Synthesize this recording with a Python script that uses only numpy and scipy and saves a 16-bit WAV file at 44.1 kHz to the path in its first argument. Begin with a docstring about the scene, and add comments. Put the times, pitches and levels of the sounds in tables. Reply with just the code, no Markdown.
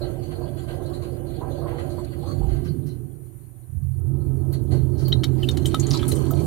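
"""Water drops smack, ring and spatter on a camera's watertight case inside a dishwasher, as filtered noise and short tones.
Behind them jets splash the plates, built from random impacts that grow with the spray arm's pressure.
Before that, water runs into the sump and gurgles (pitched bubbles) over a low hum, then stops.
After a pause the wash pump starts: a wavering tone hums and noise-driven resonances drone in the steel tub."""
import sys
import numpy as np
from scipy import signal
from scipy.fft import rfft, irfft, next_fast_len
from scipy.io import wavfile
from scipy.ndimage import uniform_filter1d, map_coordinates

SR = 44100
rng = np.random.default_rng(int(sys.argv[2]) if len(sys.argv) > 2 else 0)


def to_wav(sig):
    """Store sig (one row per channel, or 1-D mono) as 16-bit WAV at the path in sys.argv[1].

    Samples outside -1..1 are clipped; the rate is SR.
    """
    pcm = np.clip(np.atleast_2d(sig), -1, 1) * 32767
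    pcm = np.round(pcm).astype(np.int16)
    wavfile.write(sys.argv[1], SR, pcm.T)  # frames by channels


N = 284886

# All levels are ahead of the case's ports; t60 is the time to die by 60 dB.
# Thin steady hiss: (frequency [Hz], relative level [dB per Hz])
HISS_COLOUR = [(400, -23.5), (700, -13), (2000, -20), (5000, -34), (7000, -21), (7900, -25), (9700, -4.5),
               (11200, -17.5), (12800, -7.5), (14200, -17.5), (16000, -35)]
HISS_DB = -58
# Faint electrical hum, bare in the pause between filling and washing
MAINS_HZ, MAINS_DB = 121.1, -46.5

# Resonances of the sump, the hum, the tub, its walls, its panels, a plate and the case:
# (frequency [Hz], width [Hz], relative level [dB])
SUMP_MODES = [(55.6, 11.3, -2.5), (68.6, 9.9, -2.5), (87.5, 30, 2)]
HUM_MODES = [(121.2, 8.2, -12), (137.1, 15.2, -9.5)]
TUB_MODES = [(223.3, 26, -10.5), (266.2, 21, -5.5), (324.4, 27.6, -4), (358.3, 13.1, 0), (409.4, 26, -10)]
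WALL_MODES = [(470, 24, 3), (575, 42, 1), (665.4, 28.4, -2), (754, 27.5, -2.5), (1023, 110, -14),
              (1316, 24, -10), (1596, 72, -13.5)]
PANEL_MODES = [(1130, 320, -4), (1590, 58, 0.5), (1946, 90, -5), (2610, 230, -11), (3070, 210, -6.5)]
PLATE_MODES = [(798, 210, -2.5), (998, 176, -5), (1288, 31, -1.5)]
CASE_MODES = [(795, 610, -4.5), (1356, 57, 7.5), (1915, 250, 4.5), (3107, 116, 17), (3880, 350, 12),
              (5430, 160, 0), (5700, 59, 7)]

# Strength of the incoming stream, used as swings about its average: (time [s], level [dB])
STREAM = [(0.0, -40.5), (0.27, -48.5), (0.42, -41.5), (0.67, -50.5), (0.69, -44.5), (1.29, -47.5),
          (1.49, -41), (2.06, -44), (2.08, -52.5), (2.22, -48.5), (2.52, -43)]
# Filling: the valve narrows and shuts, then the flow drains away
CLOSING_FROM_S, VALVE_SHUT_S, DRAIN_DB_PER_S = 2.086, 2.34, 34
RUN_ON_S = 0.44  # the sump runs on after the valve shuts
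# Washing: the pump spins up, water reaches the spray arm, and its pressure climbs until it is full
PUMP_ON_S, SPIN_UP_S = 3.68, 0.093
PRIMED_S, PRIMING_S, FULL_PRESSURE_S = 3.926, 0.19, 5.63
# Load on the pump, surging while it draws air, used as swings about its average: (time [s], level [dB])
PUMP_LOAD = [(3.74, -29), (4.02, -33.5), (4.15, -25.5), (4.35, -27), (4.4, -30.5), (4.85, -22), (4.94, -29),
             (5.04, -24), (6.25, -26.5), (6.46, -25)]
# The turning arm: jets rise to the rack and sweep past the camera; their water pours back into the sump
RACK_REACHED_S, CLOSEST_S, SWEEP_S, RUNOFF_S = 5.6, 5.95, 0.51, 6.2
# Water hammer, as the valve shuts and as the arm spits out its air:
# (time [s], shudder level [dB], pitch [Hz], swell [s], t60 [s], sump churn level [dB])
SHUDDERS = [(2.385, -22.5, 49, 0.11, 0.4, -63), (4.706, -25, 82.5, 0.054, 0.13, -39),
            (4.825, -32, 48, 0.01, 0.061, -69)]

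# Air pockets breaking in the sump: (time [s], level [dB], pitch [Hz], t60 [s])
GULPS = [(0.405, -52, 954, .35), (1.409, -33.5, 989, 0.27), (1.612, -40.5, 1100, 0.5),
         (1.655, -37, 1035, 0.17), (1.725, -40.5, 833, 0.36), (1.979, -36.5, 1009, 0.12),
         (2.228, -38.5, 794, 0.24), (2.268, -47, 1126, 0.31), (2.41, -37, 783, 0.46),
         (4.73, -40, 879, 0.095), (6.12, -23, 402, 0.48), (6.305, -34, 677, 0.42), (6.41, -42, 549, 0.35)]
# Hissing spurts at the inlet and the spray arm: (time [s], level [dB], t60 [s])
SPURTS = [(2.635, -56.5, 0.22), (2.855, -58, 0.26), (4.969, -51, 0.44)]
# Thin trickles that sing briefly on the rack: (time [s], level [dB], pitch [Hz])
TRICKLES = [(0.01, -38, 4180), (0.928, -46, 4060), (2.673, -48, 4380), (2.886, -52.5, 4090),
            (4.195, -64, 4230), (5.045, -37.5, 4440)]
# Splashes on the tub walls: (time [s], splash level [dB], t60 [s], body level [dB])
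SPLASHES = [(0.019, -60, 0.71, -51.5), (0.301, -56.5, 0.19, -50), (0.56, -55, 0.6, -54),
            (0.672, -55.5, 0.36, -46), (0.853, -52.5, 0.05, -84), (0.926, -52.5, 0.26, -57),
            (1.011, -52.5, 0.34, -52), (1.66, -65, 0.74, -47.5), (1.773, -53.5, 0.33, -47),
            (1.889, -52, 0.26, -72), (2.044, -46.5, 0.018, -63), (2.115, -64, 0.18, -53),
            (2.478, -55.5, 0.8, -50.5), (2.642, -70, 0.2, -52.5), (2.85, -66, 0.59, -61.5),
            (4.518, -46.5, 0.2, -51.5), (4.703, -47, 0.34, -47.5), (4.977, -54, 1, -55.5)]
# Heavy drops landing on a plate: (time [s], level [dB])
PLATE_HITS = [(5.7425, -18.5), (5.942, -34), (6.0283, -30.5), (6.088, -39), (6.3063, -30.5)]
# Squirts of fine spray grazing the case: (time [s], level [dB], pitch [Hz], t60 [s])
SQUIRTS = [(4.524, -43, 12500, 0.069), (5.51, -38.5, 5930, 0.026), (5.664, -34.5, 8040, 0.095),
           (5.795, -30.5, 6630, 0.063), (5.828, -44, 3130, 0.036), (5.933, -30, 4560, 0.04),
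           (5.945, -30.5, 4040, 0.057), (5.97, -32, 4500, 0.041), (5.991, -37, 3200, 0.058),
           (6.078, -28, 9930, 0.13), (6.153, -35.5, 9000, 0.044)]
# Fast droplets that tick on the case: (time [s], level [dB], pitch [Hz])
PINGS = [(5.869, -25, 6960), (5.9079, -20.5, 4770), (5.913, -18.5, 4940), (5.932, -26, 4740),
         (5.974, -32, 6200)]
# Drops on the case: (time [s], ring level [dB], ring pitch [Hz], smack level [dB],
# spatter level [dB], mist level [dB], left minus right [dB])
DROPS = [(5.08, -46, 4430, -46, -49, -29.5, 5.5), (5.121, -23, 3155, -33.5, -64, -55, -6.5),
         (5.1261, -13.5, 3870, -34, -62, -53.5, 4), (5.2333, -42, 3140, -28.5, -40.5, -48.5, 4),
         (5.2391, -23, 3800, -29, -41.5, -43.5, 3), (5.4296, -23, 3040, -38.5, -50, -48, 1.5),
         (5.44, -34, 2760, -55, -62, -71, 3), (5.4866, -17.5, 3714, -29, -40.5, -41.5, 4.5),
         (5.57, -40, 3200, -34.5, -37.5, -50, 4), (5.655, -24.5, 3190, -30.5, -35, -41, 1),
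         (5.7425, -29, 3770, -29, -40, -45.5, 9.5), (6.0277, -31.5, 3450, -41, -62, -51.5, 2),
         (6.116, -28, 4050, -39, -33.5, -41.5, 2), (6.3068, -53, 6800, -53, -40.5, -31, 4.5)]

# Spectra of spurts, patter, wall splashes, spatter and the finest mist thrown off by a drop:
# (frequency [Hz], relative level [dB per Hz])
SPURT_COLOUR = [(3400, -30), (4000, 2.5), (4500, 2), (6200, 0), (7200, -10)]
PATTER_COLOUR = [(500, -36), (1000, 8.5), (2100, -2), (2750, 2.5), (3550, -0.5), (4300, 9.5), (5400, -15.5),
                 (6400, -4.5), (16000, -11)]
SPLASH_COLOUR = [(2800, -33), (3800, 2), (4350, 12.5), (5200, -15), (6300, -4), (8000, -7), (10000, 3),
                 (13000, -18), (16000, -22)]
SPATTER_COLOUR = [(2500, -52), (4500, -4.5), (6500, 5), (8000, 3), (9500, 7.5), (11500, -0.5), (13000, 1.5),
                  (16000, -28)]
MIST_COLOUR = [(10500, -35), (13000, 2.5), (16000, -6)]

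# Balance of the case's two microphone ports: (frequency [Hz], left minus right [dB])
PORTS = [(120, -29.5), (260, -22.5), (600, -17), (1300, -5), (2400, -2), (4400, -1.5), (7500, 5.5),
         (10500, 8), (13500, -7.5)]
TOP_HZ = 15900  # band limit


def amp(db):
    """Decibels to gain."""
    return 10 ** (np.asarray(db) / 20)


def unit(x):
    """Scaled to rms 1."""
    return x / np.sqrt(np.mean(x ** 2) + 1e-20)


def along(points, hz):
    """Interpolates (frequency, value) points on a log frequency axis."""
    f, v = np.transpose(points)
    return np.interp(np.log(hz + 1), np.log(f + 1), v)


def wobble(rate):
    """A smooth random curve with rate knots a second."""
    knots = rng.standard_normal(int(N * rate / SR) + 4)
    return map_coordinates(knots, [np.arange(N) * rate / SR])


def filtered(x, response):
    """x times a complex response of frequency."""
    m = next_fast_len(N + SR // 2)
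    return irfft(rfft(x, m) * response(np.fft.rfftfreq(m, 1 / SR)), m)[..., :N]


def coloured(x, spectrum):
    """x shaped by a spectrum, at rms 1."""
    return unit(filtered(x, lambda hz: amp(along(spectrum, hz))))


def resonating(x, modes, low_hz, high_hz):
    """x through resonances that are driven mainly between two frequencies, at rms 1."""
    def response(f):
        body = 0
        for k, (centre, width, db) in enumerate(modes):
            mode = 1j * f * width / (centre * centre - f * f + 1j * f * width)
            body = body + (-1) ** k * amp(db) * mode  # neighbours in opposite phase
        drive = 1 / np.sqrt((1 + (low_hz / (f + 1)) ** 8) * (1 + (f / high_hz) ** 8))
        return body * drive
    return unit(filtered(x, response))


def pair(x, alike):
    """Two unrelated signals mixed to a given left-right likeness."""
    turn = np.arccos(np.clip(alike, -1, 1)) / 2
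    return np.cos(turn) * x[0] + np.sin(turn) * x[1] * np.array([[1], [-1]])


def noise(alike):
    """White stereo noise."""
    return pair(rng.standard_normal((2, N)), alike)


def steadied(x, span):
    """Noise with its swells slower than span seconds evened out, at rms 1."""
    power = uniform_filter1d(x ** 2, max(int(span * SR), 2), axis=-1)
    return unit(x / np.sqrt(np.abs(power) + 1e-6))


def droplets(rate, alike):
    """Tiny impacts of scattered size at random moments, at rms 1."""
    hits = rng.random((2, N)) < rate / SR
    return unit(pair(hits * rng.standard_normal((2, N)), alike))


def bubbles(count, pitch_hz, spread, cycles):
    """Bubbles that ring for some cycles and rise in pitch as they surface, at rms 1."""
    start, size, strength = rng.random((count, 1)), rng.standard_normal((count, 1)), rng.random((count, 1))
    hz = pitch_hz * np.exp(spread * size)
    t = np.arange(SR // 16) / SR
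    age = t * hz / cycles
    tone = np.sin(2 * np.pi * hz * t * (1 + 0.024 * np.minimum(age, 2)))
    ring = strength * tone * np.exp(-3 * age) * (1 - np.exp(-20 * age))
    where = (start * N).astype(int) + np.arange(len(t))
    return unit(np.bincount(where.ravel(), ring.ravel(), N)[:N])


def burst(s, attack, t60):
    """An envelope of peak 1 that swells at time s and dies away, cut off after half a second."""
    shape, t = np.zeros(N + SR), np.arange(SR // 2) / SR
    shape[round(s * SR):][:len(t)] = (1 - np.exp(-(t / attack) ** 2)) * amp(-60 * t / max(t60, .002))
    return shape[:N] / shape.max()


def tone(s, hz, waver=0):
    """A sine counted from time s, its phase shifted by waver [radians]."""
    return np.sin(2 * np.pi * hz * (np.arange(N) / SR - s) + waver)


def tub(x, t60):
    """The dense, brief answer of the steel box: a decaying noise tail."""
    t = np.arange(SR // 3) / SR
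    tail = rng.standard_normal((2, len(t))) * amp(-60 * t / t60)
    return signal.fftconvolve(x, tail / np.linalg.norm(tail[0]), axes=1)[:, :N]


def patchy(x, depth_db, span_hz, span):
    """x with random patches of gain, knots span_hz and span seconds apart, at rms 1."""
    hz, t, z = signal.stft(x, SR, nperseg=256)
    grid = np.meshgrid(hz / span_hz, t / span, indexing="ij")  # knots across pitch and time
    field = map_coordinates(rng.standard_normal(z.shape[1:]), grid, order=1, mode="mirror")
    return unit(signal.istft(z * amp(depth_db * field), SR, nperseg=256)[1][:, :N])


def panned(db):
    """Left and right gains for a level difference."""
    return amp(np.array([[db], [-db]]) / 2)


def since(s):
    """Seconds gone by since time s, zero before it."""
    return np.maximum(np.arange(N) / SR - s, 0)


def ramp(s, length):
    """Rises from 0 to 1, starting at time s."""
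    return np.minimum(since(s) / max(length, .001), 1)


def together(*gains):
    """The level of unrelated excitations acting at once."""
    return np.sqrt(sum(g ** 2 for g in gains))


def swings(rows):
    """A (time, dB) curve about the average of its points."""
    s, db = np.transpose(rows)
    return np.interp(np.arange(N) / SR, s, db) - np.mean(db)


def filling(db, follows, run_on):
    """Gain fed by the inlet: it follows the stream, then drains away once the valve has shut."""
    return amp(db + follows * swings(STREAM) - DRAIN_DB_PER_S * since(VALVE_SHUT_S + run_on))


def closing():
    """The narrowing of the inlet valve, from 0 to 1."""
    return ramp(CLOSING_FROM_S, 0.31)


def pumping(db, follows):
    """Gain driven by the pump: it starts with the motor and follows its load."""
    return ramp(PUMP_ON_S, SPIN_UP_S) * amp(db + follows * swings(PUMP_LOAD))


def spraying(full_db, growth_db):
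    """Gain driven by the spray arm: it starts once the arm is primed and grows with the pressure."""
    pressure = ramp(PRIMED_S, FULL_PRESSURE_S - PRIMED_S)
    return ramp(PRIMED_S, PRIMING_S) * amp(full_db - growth_db * (1 - pressure))


def passing(closest_db, falloff):
    """Gain that swells as the jet sweeps past the camera and fades with its distance."""
    distance = np.hypot(1, (np.arange(N) / SR - CLOSEST_S) / SWEEP_S)
    return ramp(PRIMED_S, PRIMING_S) * amp(closest_db) / distance ** falloff


def surges():
    """Gain of the water thrown about by each shudder."""
    return sum(amp(db) * burst(s, swell, t60) for s, _, _, swell, t60, db in SHUDDERS)


def hiss():
    """A thin steady noise that flutters slightly."""
    flutter_db = 1.3 * wobble(30)
    return amp(HISS_DB + flutter_db) * coloured(noise(alike=0.033), HISS_COLOUR)


def mains():
    """Electrical hum as a steady sine."""
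    return amp(MAINS_DB) * unit(np.sin(2 * np.pi * MAINS_HZ * np.arange(N) / SR))


def rumble():
    """Turbulence drives the lowest resonances of the sump, harder as the valve narrows."""
    inlet = filling(db=-39.0, follows=0.69, run_on=0.17) * amp(9.5 * closing())
    sump_run = filling(db=-40.5, follows=0, run_on=RUN_ON_S)
    gain = together(inlet, sump_run, amp(-49.0), pumping(db=-33.5, follows=0.27))
    return gain * steadied(resonating(noise(alike=1.0), SUMP_MODES, low_hz=26, high_hz=118), span=0.13)


def throb():
    """The running pump throbs as one low noise-driven resonance."""
    low = resonating(noise(alike=0.7), [(85.1, 9.4, 0)], low_hz=50, high_hz=110)
    return pumping(db=-31, follows=0.15) * steadied(low, span=0.17)


def hum():
    """Turbulence hums through two resonances until the pump holds it to a wavering note."""
    inlet = filling(db=-37.0, follows=0.23, run_on=RUN_ON_S) * amp(7.2 * closing())
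    gain = together(inlet, amp(-63), pumping(db=-27.0, follows=1.0))
    turbulent = steadied(resonating(noise(alike=0.91), HUM_MODES, low_hz=99, high_hz=238), span=0.15)
    pump_hz = 133.5 + 4.4 * wobble(24) - 21 * (1 - ramp(PUMP_ON_S, 0.14))
    note = unit(amp(0.87 * wobble(19)) * np.sin(2 * np.pi * np.cumsum(pump_hz) / SR))
    # the note roughens as the flow grows
    share = np.clip(0.76 * ramp(PUMP_ON_S, 0.015) - 1.0 * ramp(RACK_REACHED_S, 0.53), 0, 1)
    return gain * (np.sqrt(share) * note + np.sqrt(1 - share) * turbulent)


def drone():
    """Water drives the tub's resonances; while it runs in, one wall mode sings out over the rest."""
    inlet = filling(db=-36.5, follows=0.22, run_on=RUN_ON_S)
    gain = together(inlet, amp(-60), spraying(full_db=-29.5, growth_db=10.5), amp(12.0) * surges())
    walls = steadied(resonating(noise(alike=0.55), TUB_MODES, low_hz=175, high_hz=480), span=0.14)
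    singing_modes = [(351.3, 5.3, 3), (264.0, 13.7, -16.5)]
    singing = steadied(resonating(noise(alike=0.61), singing_modes, low_hz=220, high_hz=382), span=0.088)
    inflow = np.clip(0.6 - 0.65 * closing(), 0, 1)
    return gain * (np.sqrt(inflow) * singing + np.sqrt(1 - inflow) * walls)


def thump():
    """The water shudders in the pipes when its flow changes abruptly: bursts of low resonant noise."""
    out = np.zeros((2, N))
    for s, db, hz, swell, t60, _ in SHUDDERS:
        shudder = resonating(noise(alike=1.0), [(hz, 11, 0)], low_hz=0.8 * hz, high_hz=1.4 * hz)
        out += amp(db) * burst(s, swell, t60) * steadied(shudder, span=0.1)
    return out


def sump():
    """Churning, frothing water rings the walls: bubbles and noise through their resonances."""
    runoff = amp(-41.0) * ramp(RUNOFF_S, 0.27)
    inlet = filling(db=-43.5, follows=1.0, run_on=0)
    churn = together(inlet, amp(-71), spraying(full_db=-46.0, growth_db=11.5), surges(), runoff)
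    froth = np.array([bubbles(count=2000, pitch_hz=756.8, spread=0.36, cycles=36.5) for _ in range(2)])
    water = pair(froth, alike=0.14) + 2 * noise(alike=0.56)
    ringing = steadied(resonating(water, WALL_MODES, low_hz=420, high_hz=1930), span=0.045)
    return churn * amp(1.26 * wobble(11)) * ringing


def gulps():
    """An air pocket breaks with a wavering note in a cloud of smaller bubbles, made of narrow noise."""
    waver = 0.67 * wobble(80)  # the pocket changes shape as it rises
    out = np.zeros((2, N))
    for s, db, hz, t60 in GULPS:
        cloud = resonating(noise(alike=0.2), [(hz, 0.22 * hz, 0)], low_hz=0.5 * hz, high_hz=1.3 * hz)
        voice = 0.66 * tone(s, hz, waver) + amp(-7) * steadied(cloud, span=0.012)
        out += amp(db) * burst(s, attack=0.0048, t60=t60) * voice
    return out


def spurts():
    """Water and air hiss briefly through a nozzle: bursts of coloured noise."""
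    gain = sum(amp(db) * burst(s, attack=0.018, t60=t60) for s, db, t60 in SPURTS)
    return gain * coloured(noise(alike=0.17), SPURT_COLOUR)


def trickles():
    """A trickle sings a high, unsteady note that soon dies."""
    waver = np.array([1.56 * wobble(380) for _ in range(2)])
    return sum(amp(db) * burst(s, attack=0.012, t60=0.17) * tone(s, hz, waver) for s, db, hz in TRICKLES)


def falling_water():
    """Water patters on steel and plates, with heavier splashes where it sweeps a wall."""
    inlet = filling(db=-55.5, follows=0.25, run_on=0.047)
    fall = together(inlet, amp(-81.0), passing(closest_db=-45.0, falloff=2.64))
    grains = unit(tub(droplets(rate=1500, alike=0.33), t60=0.075))
    texture = patchy(coloured(grains, PATTER_COLOUR), depth_db=8.0, span_hz=405, span=.04)
    patter = fall * amp(3.1 * wobble(21.92)) * texture
    sweeps, bodies = np.zeros((2, N))
    for s, db, t60, body_db in SPLASHES:
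        shape = burst(s, attack=0.015, t60=t60)
        sweeps += amp(db) * shape
        bodies += amp(body_db) * shape
    sheet = tub(droplets(rate=3000, alike=1.0), t60=0.2)
    body = resonating(sheet, PANEL_MODES, low_hz=900, high_hz=3660)
    return patter + together(bodies, .5 * fall) * body + sweeps * coloured(sheet, SPLASH_COLOUR)


def plate():
    """Jets drum on a plate in uneven surges, and the heaviest drops ring its resonances."""
    force = together(spraying(full_db=-57.0, growth_db=3.5), amp(-49.0) * ramp(RACK_REACHED_S, 0.36))
    drumming = resonating(droplets(rate=1200, alike=0.16), PLATE_MODES, low_hz=646, high_hz=1470)
    rings = np.zeros(N)
    for s, db in PLATE_HITS:
        for hz, width, mode_db in PLATE_MODES:
            t60 = np.log(1000) / (np.pi * width)  # a wider resonance dies sooner
            rings += amp(db + mode_db) * burst(s, attack=0.0012, t60=t60) * tone(s, hz)
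    return force * amp(2.0 * wobble(21)) * drumming + rings


def mist():
    """Fine spray prickles on the case, fuller once the jets reach the rack, and small drops patter on it."""
    wetting = together(spraying(full_db=-60.5, growth_db=22.0), amp(-50.5) * ramp(RACK_REACHED_S, 0.029))
    grains = coloured(tub(droplets(rate=1800, alike=0.24), t60=0.046), SPATTER_COLOUR)
    prickle = patchy(grains, depth_db=4.0, span_hz=1460, span=0.0075)
    taps = resonating(droplets(rate=170, alike=0.6), CASE_MODES, low_hz=2000, high_hz=8000)
    patter = passing(closest_db=-52, falloff=2.95) * taps
    return wetting * amp(2.7 * wobble(22)) * prickle + patter


def squirts():
    """A thread of spray breaks on the case as a short, pitched fizz of resonant noise."""
    out = np.zeros((2, N))
    for s, db, hz, t60 in SQUIRTS:
        fizz = resonating(noise(alike=0.31), [(hz, 0.15 * hz, 0)], low_hz=0.13 * hz, high_hz=2.0 * hz)
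        out += amp(db) * burst(s, attack=0.0024, t60=t60) * steadied(fizz, span=0.016)
    return out


def pings():
    """A fast droplet strikes the case with a hard, pitched tick."""
    waver = 0.95 * wobble(2500)
    return sum(amp(db) * burst(s, attack=0.0002, t60=0.0088) * tone(s, hz, waver) for s, db, hz in PINGS)


def drops():
    """Each drop spreads over the case with a smack, rings a short wet note and bursts into spatter and mist."""
    rings, smacks, spatters, mists = np.zeros((4, 2, N))
    spread = .0035  # seconds for a drop to flatten
    waver = .5 * wobble(400)  # the water film moves and smears the note
    for s, db, hz, smack_db, spatter_db, mist_db, pan_db in DROPS:
        side = panned(pan_db)
        rings += side * amp(db) * burst(s, attack=spread, t60=0.016) * tone(s, hz, waver)
        smacks += side * amp(smack_db) * burst(s, attack=spread, t60=0.021)
        flight = side * burst(s, attack=0.0051, t60=0.023)
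        spatters += amp(spatter_db) * flight
        mists += amp(mist_db) * flight
    smack = steadied(resonating(noise(alike=1.0), CASE_MODES, low_hz=600, high_hz=7000), span=0.0016)
    grains = coloured(droplets(rate=2200, alike=1.0), SPATTER_COLOUR)
    spatter = patchy(grains, depth_db=3.5, span_hz=900, span=0.011)
    fine = coloured(droplets(rate=11000, alike=0.38), MIST_COLOUR)
    return rings + smacks * smack + spatters * spatter + mists * fine


def scene():
    """Hiss, machine and water, with the sounds on the case also echoed by the tub."""
    machine = mains() + rumble() + throb() + hum() + drone() + thump()
    water = sump() + gulps() + spurts() + trickles() + falling_water() + plate() + mist()
    near = squirts() + pings() + drops()
    return hiss() + machine + water + near + amp(-5) * tub(near, t60=0.075)


def record(dry):
    """The case passes the bass mostly to the right port; nothing is kept above the band limit."""
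    def ports(hz):
        ratio = amp(along(PORTS, hz))
        return 2 * np.array([ratio, np.ones_like(ratio)]) / (1 + ratio) * (hz < TOP_HZ)
    return filtered(dry, ports)


dry = scene()
out = record(dry)
to_wav(out)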